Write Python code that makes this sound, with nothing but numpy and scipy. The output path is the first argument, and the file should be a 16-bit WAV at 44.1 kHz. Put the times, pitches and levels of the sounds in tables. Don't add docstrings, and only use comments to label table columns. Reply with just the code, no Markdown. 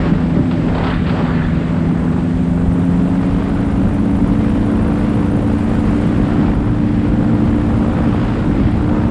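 import sys
import numpy as np
from scipy import signal
from scipy.fft import rfft, irfft, next_fast_len
from scipy.io import wavfile
from scipy.ndimage import uniform_filter1d, map_coordinates

SR = 44100
rng = np.random.default_rng(int(sys.argv[2]) if len(sys.argv) > 2 else 0)


def dump_mix(stems):
    frames = np.atleast_2d(stems).T
    limited = np.clip(frames, -1, 1)
    pcm = np.round(limited * 32767).astype(np.int16)
    wavfile.write(sys.argv[1], SR, pcm)


def volts_from_db(level):
    exponent = np.asarray(level, float) / 20
    return 10 ** exponent


N = 401310
T = np.arange(N) / SR

# time_s, blade_passes_per_s
SPEED = [(0, 82.49), (0.5, 84.1), (1, 82.3), (1.5, 81.42), (2, 83.25), (2.5, 85.03), (3, 88.44),
         (3.25, 91.12), (3.5, 92.93), (4.2, 94.11), (4.5, 95.67), (5.3, 96.46), (6, 97.74), (6.75, 98.72),
         (7, 98.09), (7.75, 99.09), (9.1, 100.41)]
GEAR = 1.1458
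SLOW_HZ = 84
# time_s, tones_db, valve_gear_db
ENGINE = [(0, 1, -65.5), (.6, -1.5, -64), (1.0, -4, -63), (1.3, -0.5, -65), (2.4, 1, -59.5),
          (2.9, 2.5, -58), (3.5, -2, -60.5), (4.25, 1.5, -59), (5.0, 0.5, -57.5), (6.0, 0.5, -58),
          (6.6, -3, -64.5), (7.2, 3, -63), (7.9, -0.5, -61), (8.4, -3, -63.5), (9.1, 0, -64)]
# centre_hz, width_hz, lift_db
SEAT_FRAME = [(115, 3.4, 5), (177.3, 7.3, 4), (284.3, 3.4, 1.5)]
WANDER_DB = 0.85

# multiple, slow_level_db, gain_db_per_extra_pass_per_s
BLADE_LOW = [(1, -35.5, 0.46), (2, -21, -0.28), (3, -22.5, 0)]
# multiple, level_db relative to the third tone
BLADE_HIGH = [(4, -18.5), (5, -30), (6, -30)]

# shaft_order, slow_level_db, load_gain_db
LOW_ORDERS = [(1, -30.5, 2.5), (2, -26.5, 5), (.5, -42.5, 5.5), (1.5, -36, 3.5)]
# shaft_order, level_db
HIGH_ORDERS = [(2.5, -6), (3, -6), (4, -11), (4.5, -11), (5, -19), (5.5, -21), (6, -17), (6.5, -16),
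               (7, -18), (7.5, -23), (8, -23), (8.5, -21), (9, -26), (9.5, -26)]
HIGH_ORDERS_DB = -31.5
# freq_hz, density_db
CAGE_TUBE = [(450, -120), (550, -13.5), (582, 1.5), (615, -13), (750, -120)]

TICK_DB = [9, 0, 0.5, -2.5, -5, 1.5]
TICK_START = .37
# freq_hz, density_db
SLOW_TICK = [(6000, -120), (7200, -13), (8300, 1), (9300, -2.5), (9900, -14), (10800, -16), (11600, -29),
             (13600, -34), (14300, -43.5), (15500, -120)]
# freq_hz, density_db
FAST_TICK = [(7000, -120), (8300, -8), (9300, 0), (9900, -9.5), (10700, -9), (11600, -19), (12100, -29.5),
             (13500, -35), (14200, -46), (15500, -120)]
# freq_hz, density_db
FINS = [(9500, -120), (10300, -3.5), (11300, -4.5), (11900, -9.5), (13500, -7), (14100, -20),
        (14700, -18.5), (15200, -20.5), (15800, -120)]
FINS_DB, FINS_LOAD_DB = -80.5, 9
FINS_FOLLOW, CASING_FOLLOWS = 1.1, 0.39
# freq_hz, density_db
CASING = [(4500, -120), (5500, -2), (6300, -2.5), (7500, 0), (8500, -2.5), (9500, -13), (10000, -18.5),
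          (11500, -30.5), (12000, -39), (13700, -43.5), (15100, -53.5), (15800, -120)]

# time_s, strength_db
AIR = [(0, -24), (.07, -24), (.2, -28), (.62, -27.5), (.88, -24), (.98, -31.5), (1.14, -25.5), (1.4, -29),
       (2.6, -30.5), (3.3, -28), (5.3, -27.5), (6.0, -25.5), (6.48, -25), (6.62, -28.5), (7.3, -27.5),
       (8.3, -25.5), (8.7, -27), (9.1, -27.5)]
CALM_DB = -28
# mean_db, db_per_db_of_stream, load_gain_db, own_gusting_db, lead_s
RUMBLE_LAW = (-25, .4, 4, 0.7, -1.5)
BUFFET_LAW = (-20.5, 0.67, 0.5, 0.6, 0.2)
ROAR_LAW = (-28, 1.0, 0, 1, 0)
HISS_LAW = (-39.5, 1.18, -1, 0.7, .0)
CASING_LAW = (-55.5, .5, 0, 0.4, .0)
# freq_hz, density_db
RUMBLE = [(10, -120), (18, -23), (28, -9.5), (50, -3.5), (90, -4.5), (140, -20.5), (250, -36.5),
          (400, -120)]
# freq_hz, density_db
BUFFET = [(50, -120), (80, -17), (120, -1.5), (200, -1), (300, -4.5), (360, -12.5), (500, -33.5),
          (900, -120)]
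# freq_hz, density_db
ROAR = [(200, -120), (280, -8.5), (380, 0.5), (600, -4.5), (1000, -8), (1500, -12), (2200, -29.5),
        (4000, -120)]
# freq_hz, density_db
HISS = [(900, -120), (1300, -11), (1800, -1.5), (2500, -5.5), (3300, -10), (4300, -16.5), (5000, -18.5),
        (5600, -24.5), (7000, -52.5), (11000, -120)]
# time_s, length_s, buffet_db, rumble_db
SURGES = [(0.116, .03, 7, 4), (0.383, 0.075, 6.5, 2), (0.69, .08, 3, 0), (1.2, 0.06, 5, -5),
          (2.7, .1, 0, 3.5), (3.3, 0.068, 0.5, 4), (3.873, 0.055, 2, 5), (4.21, 0.09, 6, 2),
          (5.652, 0.18, -3.5, 2), (6.153, 0.14, 2, -3), (6.45, 0.13, 4.5, 5), (7.35, 0.065, 4, -4),
          (8.143, 0.049, -3, 3), (8.6, .1, 4, 4.5)]

# start_s, swing_s, first_whistle_hz, level_db, t60_s
TURNS = [
    (0, 0.11, 1400, -43, .2),
    (.68, .26, 419, -23, .25),
    (1.13, .2, 520.5, -27.5, 1.8),
]
EDGE_HZ, WHISTLE_ATTACK_S = 1400, 0.049
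SAG_DB = 4.5
# freq_hz, density_db
SPRAY = [(800, -120), (1200, -7.5), (1800, 1), (2600, -6.5), (3600, -11.5), (4800, -19), (7000, -120)]
SPRAY_DB, SPRAY_T60_S = -12, 3.4

# start_s, level_db, length_s
FLAPS = [(0.511, -30.5, 0.023), (0.749, -29, .012), (0.78, -28, .012), (0.838, -24, 0.013),
         (0.867, -26, 0.023), (0.901, -31, 0.017), (0.94, -32, 0.02), (1.065, -28.5, 0.022),
         (1.095, -27, .012), (3.498, -38, .006), (4.322, -37, .006), (8.552, -38, .006),
         (8.89, -33.5, .006)]
# freq_hz, density_db
CLOTH = [(500, -120), (800, -4), (1300, 3), (2000, -3), (3000, -2.5), (4200, -8.5), (4900, -17),
         (5600, -39), (8000, -120)]

SQUEEZE, SQUEEZE_S, SQUEEZE_DB = .15, .025, -15


def unit(x):
    return x / np.sqrt(np.mean(x ** 2) + 1e-20)


def curves(rows):
    s, *cols = np.transpose(rows)
    return [np.interp(T, s, c) for c in cols]


def wobble(rate):
    knots = rng.standard_normal(int(N * rate / SR) + 4)
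    return map_coordinates(knots, [T * rate])


def rush(spectrum, patchy_db):
    z = signal.stft(rng.standard_normal(N + 512), nperseg=512)[2]
    field = uniform_filter1d(rng.standard_normal(z.shape), size=5, axis=0)
    field = uniform_filter1d(field, size=8, axis=1)
    x = signal.istft(z * volts_from_db(patchy_db * unit(field)), nperseg=512)[1][:N]
    hz, db = np.transpose(spectrum)
    m = next_fast_len(N)
    log_hz = np.log(np.fft.rfftfreq(m, 1 / SR) + 1)
    gain = volts_from_db(np.interp(log_hz, np.log(hz + 1), db))
    return unit(irfft(rfft(x, m) * gain, m)[:N])


def load():
    return np.clip((curves(SPEED)[0] - SLOW_HZ) / 10, 0, 1)


def stream(law, rate):
    mean_db, follows, load_db, gust_db, lead_s = law
    air_db = np.interp(T + lead_s, *np.transpose(AIR))
    return mean_db + follows * (air_db - CALM_DB) + load_db * load() + gust_db * wobble(rate)


def surges():
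    return sum(np.outer(db, np.exp(-((T - s) / length) ** 2)) for s, length, *db in SURGES)


def whistle():
    tones, spray = 0, 0
    for s, swing, first_hz, db, t60 in TURNS:
        done = np.clip((T - s) / swing, 0, 1)
        after = np.maximum(T - s - swing, 0)
        hz = first_hz * (EDGE_HZ / first_hz) ** done
        glide = 2 * np.pi * np.cumsum(hz) / SR
        wide = np.clip(hz / 1500, 0, 1)

        def band():
            return np.sqrt(1 - wide) * wobble(450) + np.sqrt(wide) * wobble(1000)

        rise = np.clip((T - s) / WHISTLE_ATTACK_S + 1, 0, 1)
        level = rise * volts_from_db(db - SAG_DB * done - 60 * after / t60)
        tones = tones + level * (band() * np.cos(glide) + band() * np.sin(glide))
        spray = spray + np.sqrt(done) * volts_from_db(db + SPRAY_DB - 60 * after / SPRAY_T60_S)
    return tones + spray * rush(SPRAY, patchy_db=2.5)


def wind(shaft):
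    buffet_lift_db, rumble_lift_db = surges()
    rumble_db = stream(RUMBLE_LAW, rate=7) + rumble_lift_db
    buffet_db = stream(BUFFET_LAW, rate=6.2) + buffet_lift_db
    roar_db, hiss_db = stream(ROAR_LAW, rate=4.6), stream(HISS_LAW, rate=4.5)
    blast = np.cos(np.pi * shaft - 4.2) + .4 * np.cos(2 * np.pi * shaft - 2.5)
    blast = (.5 + .5 * load()) * blast
    eddy = .7 * wobble(45)
    rumble = volts_from_db(rumble_db) * rush(RUMBLE, patchy_db=-1.5)
    buffet = volts_from_db(buffet_db) * rush(BUFFET, patchy_db=2.0)
    roar = unit(volts_from_db(2.56 * blast + eddy + 0.37 * wobble(60)) * rush(ROAR, patchy_db=-0.1))
    hiss = unit(volts_from_db(1.3 * blast + 0.99 * eddy) * rush(HISS, patchy_db=.5))
    return rumble + buffet + volts_from_db(roar_db) * roar + volts_from_db(hiss_db) * hiss + whistle()


def flaps():
    shape = sum(volts_from_db(db) * (T > s) * np.exp(-np.abs(T - s) / length) for s, db, length in FLAPS)
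    return uniform_filter1d(shape, size=80) * rush(CLOTH, patchy_db=0.5)


def clatter(shaft):
    fast = load()
    valve_db = curves(ENGINE)[1]
    effort_db = valve_db - valve_db.max()
    turns = shaft - TICK_START * len(TICK_DB) + .25 * (1 - fast)
    index = np.floor(turns).astype(int)
    uneven_db = 1.2 * rng.standard_normal(index[-1] + 9)[index]
    size_db = (0.56 + 0.45 * fast) * np.array(TICK_DB)[index % len(TICK_DB)] + uneven_db
    blow = volts_from_db(size_db) * np.exp(-((turns % 1 - .5) / .24) ** 2)
    rattle = signal.lfilter([.004], [1, -.996], blow)
    blow = unit(blow + 1.6 * rattle + .3)
    ring = np.sqrt(1 - fast) * rush(SLOW_TICK, patchy_db=1.5)
    ring = ring + np.sqrt(fast) * rush(FAST_TICK, patchy_db=0.0)
    fins_db = FINS_DB + FINS_LOAD_DB * fast + FINS_FOLLOW * effort_db
    fins = volts_from_db(fins_db) * unit(np.sqrt(blow)) * rush(FINS, patchy_db=1.0)
    casing_db = stream(CASING_LAW, rate=3.1) + CASING_FOLLOWS * effort_db
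    casing = volts_from_db(casing_db) * rush(CASING, patchy_db=1.0)
    return volts_from_db(valve_db) * blow * ring + fins + casing


def tone(turns, db, flutter_db, slip):
    phase = 2 * np.pi * (turns + rng.random()) + slip * wobble(11)
    return np.sqrt(2) * volts_from_db(db + flutter_db * wobble(14)) * np.sin(phase)


def engine_tone(multiple, turns, rate_hz, db, flutter_db, slip):
    tone_hz = multiple * rate_hz
    lift_db = sum(top_db / (1 + ((tone_hz - hz) / wide) ** 2) for hz, wide, top_db in SEAT_FRAME)
    level_db = db + curves(ENGINE)[0] + lift_db + WANDER_DB * wobble(2.504)
    return tone(multiple * turns, level_db, flutter_db, slip)


def exhaust(shaft):
    rate_hz = GEAR * curves(SPEED)[0]
    parts = [(k, db + gain_db * load()) for k, db, gain_db in LOW_ORDERS]
    for k, db in HIGH_ORDERS:
        pipe_db = 5 / (1 + ((k * rate_hz - 497) / 9) ** 2)
        parts.append((k, HIGH_ORDERS_DB + db + 1.7 * load() + pipe_db + 1.6 * wobble(1.3)))
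    cage = volts_from_db(-39 - 5.0 * load()) * rush(CAGE_TUBE, patchy_db=4.0)
    return cage + sum(engine_tone(k, shaft, rate_hz, db, flutter_db=0.6, slip=0.13) for k, db in parts)


def propeller(passes):
    rate_hz = curves(SPEED)[0]
    parts = [(k, db + gain_db * (rate_hz - SLOW_HZ)) for k, db, gain_db in BLADE_LOW]
    third_db = parts[-1][1]
    parts += [(k, third_db + db + 4.5 - 7 * load()) for k, db in BLADE_HIGH]
    return sum(engine_tone(k, passes, rate_hz, db, flutter_db=0.1, slip=0.12) for k, db in parts)


def scene():
    passes = np.cumsum(curves(SPEED)[0]) / SR
    shaft = GEAR * passes
    mix = wind(shaft) + flaps() + clatter(shaft) + exhaust(shaft) + propeller(passes)
    return mix[None]


def band_limit(x):
    return signal.sosfilt(signal.butter(12, 15150, fs=SR, output="sos"), x)


def record(dry):
    power = np.abs(uniform_filter1d(dry ** 2, size=round(SQUEEZE_S * SR))) + 1e-6
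    level = dry * (power / volts_from_db(2 * SQUEEZE_DB)) ** (-SQUEEZE / 2)
    soft = level / (1 + np.abs(level / 0.81) ** 4.4) ** (1 / 4.2)
    mix = soft * np.clip(T / .003, 0, 1)
    return band_limit(mix)


dry = scene()
out = record(dry)
dump_mix(out)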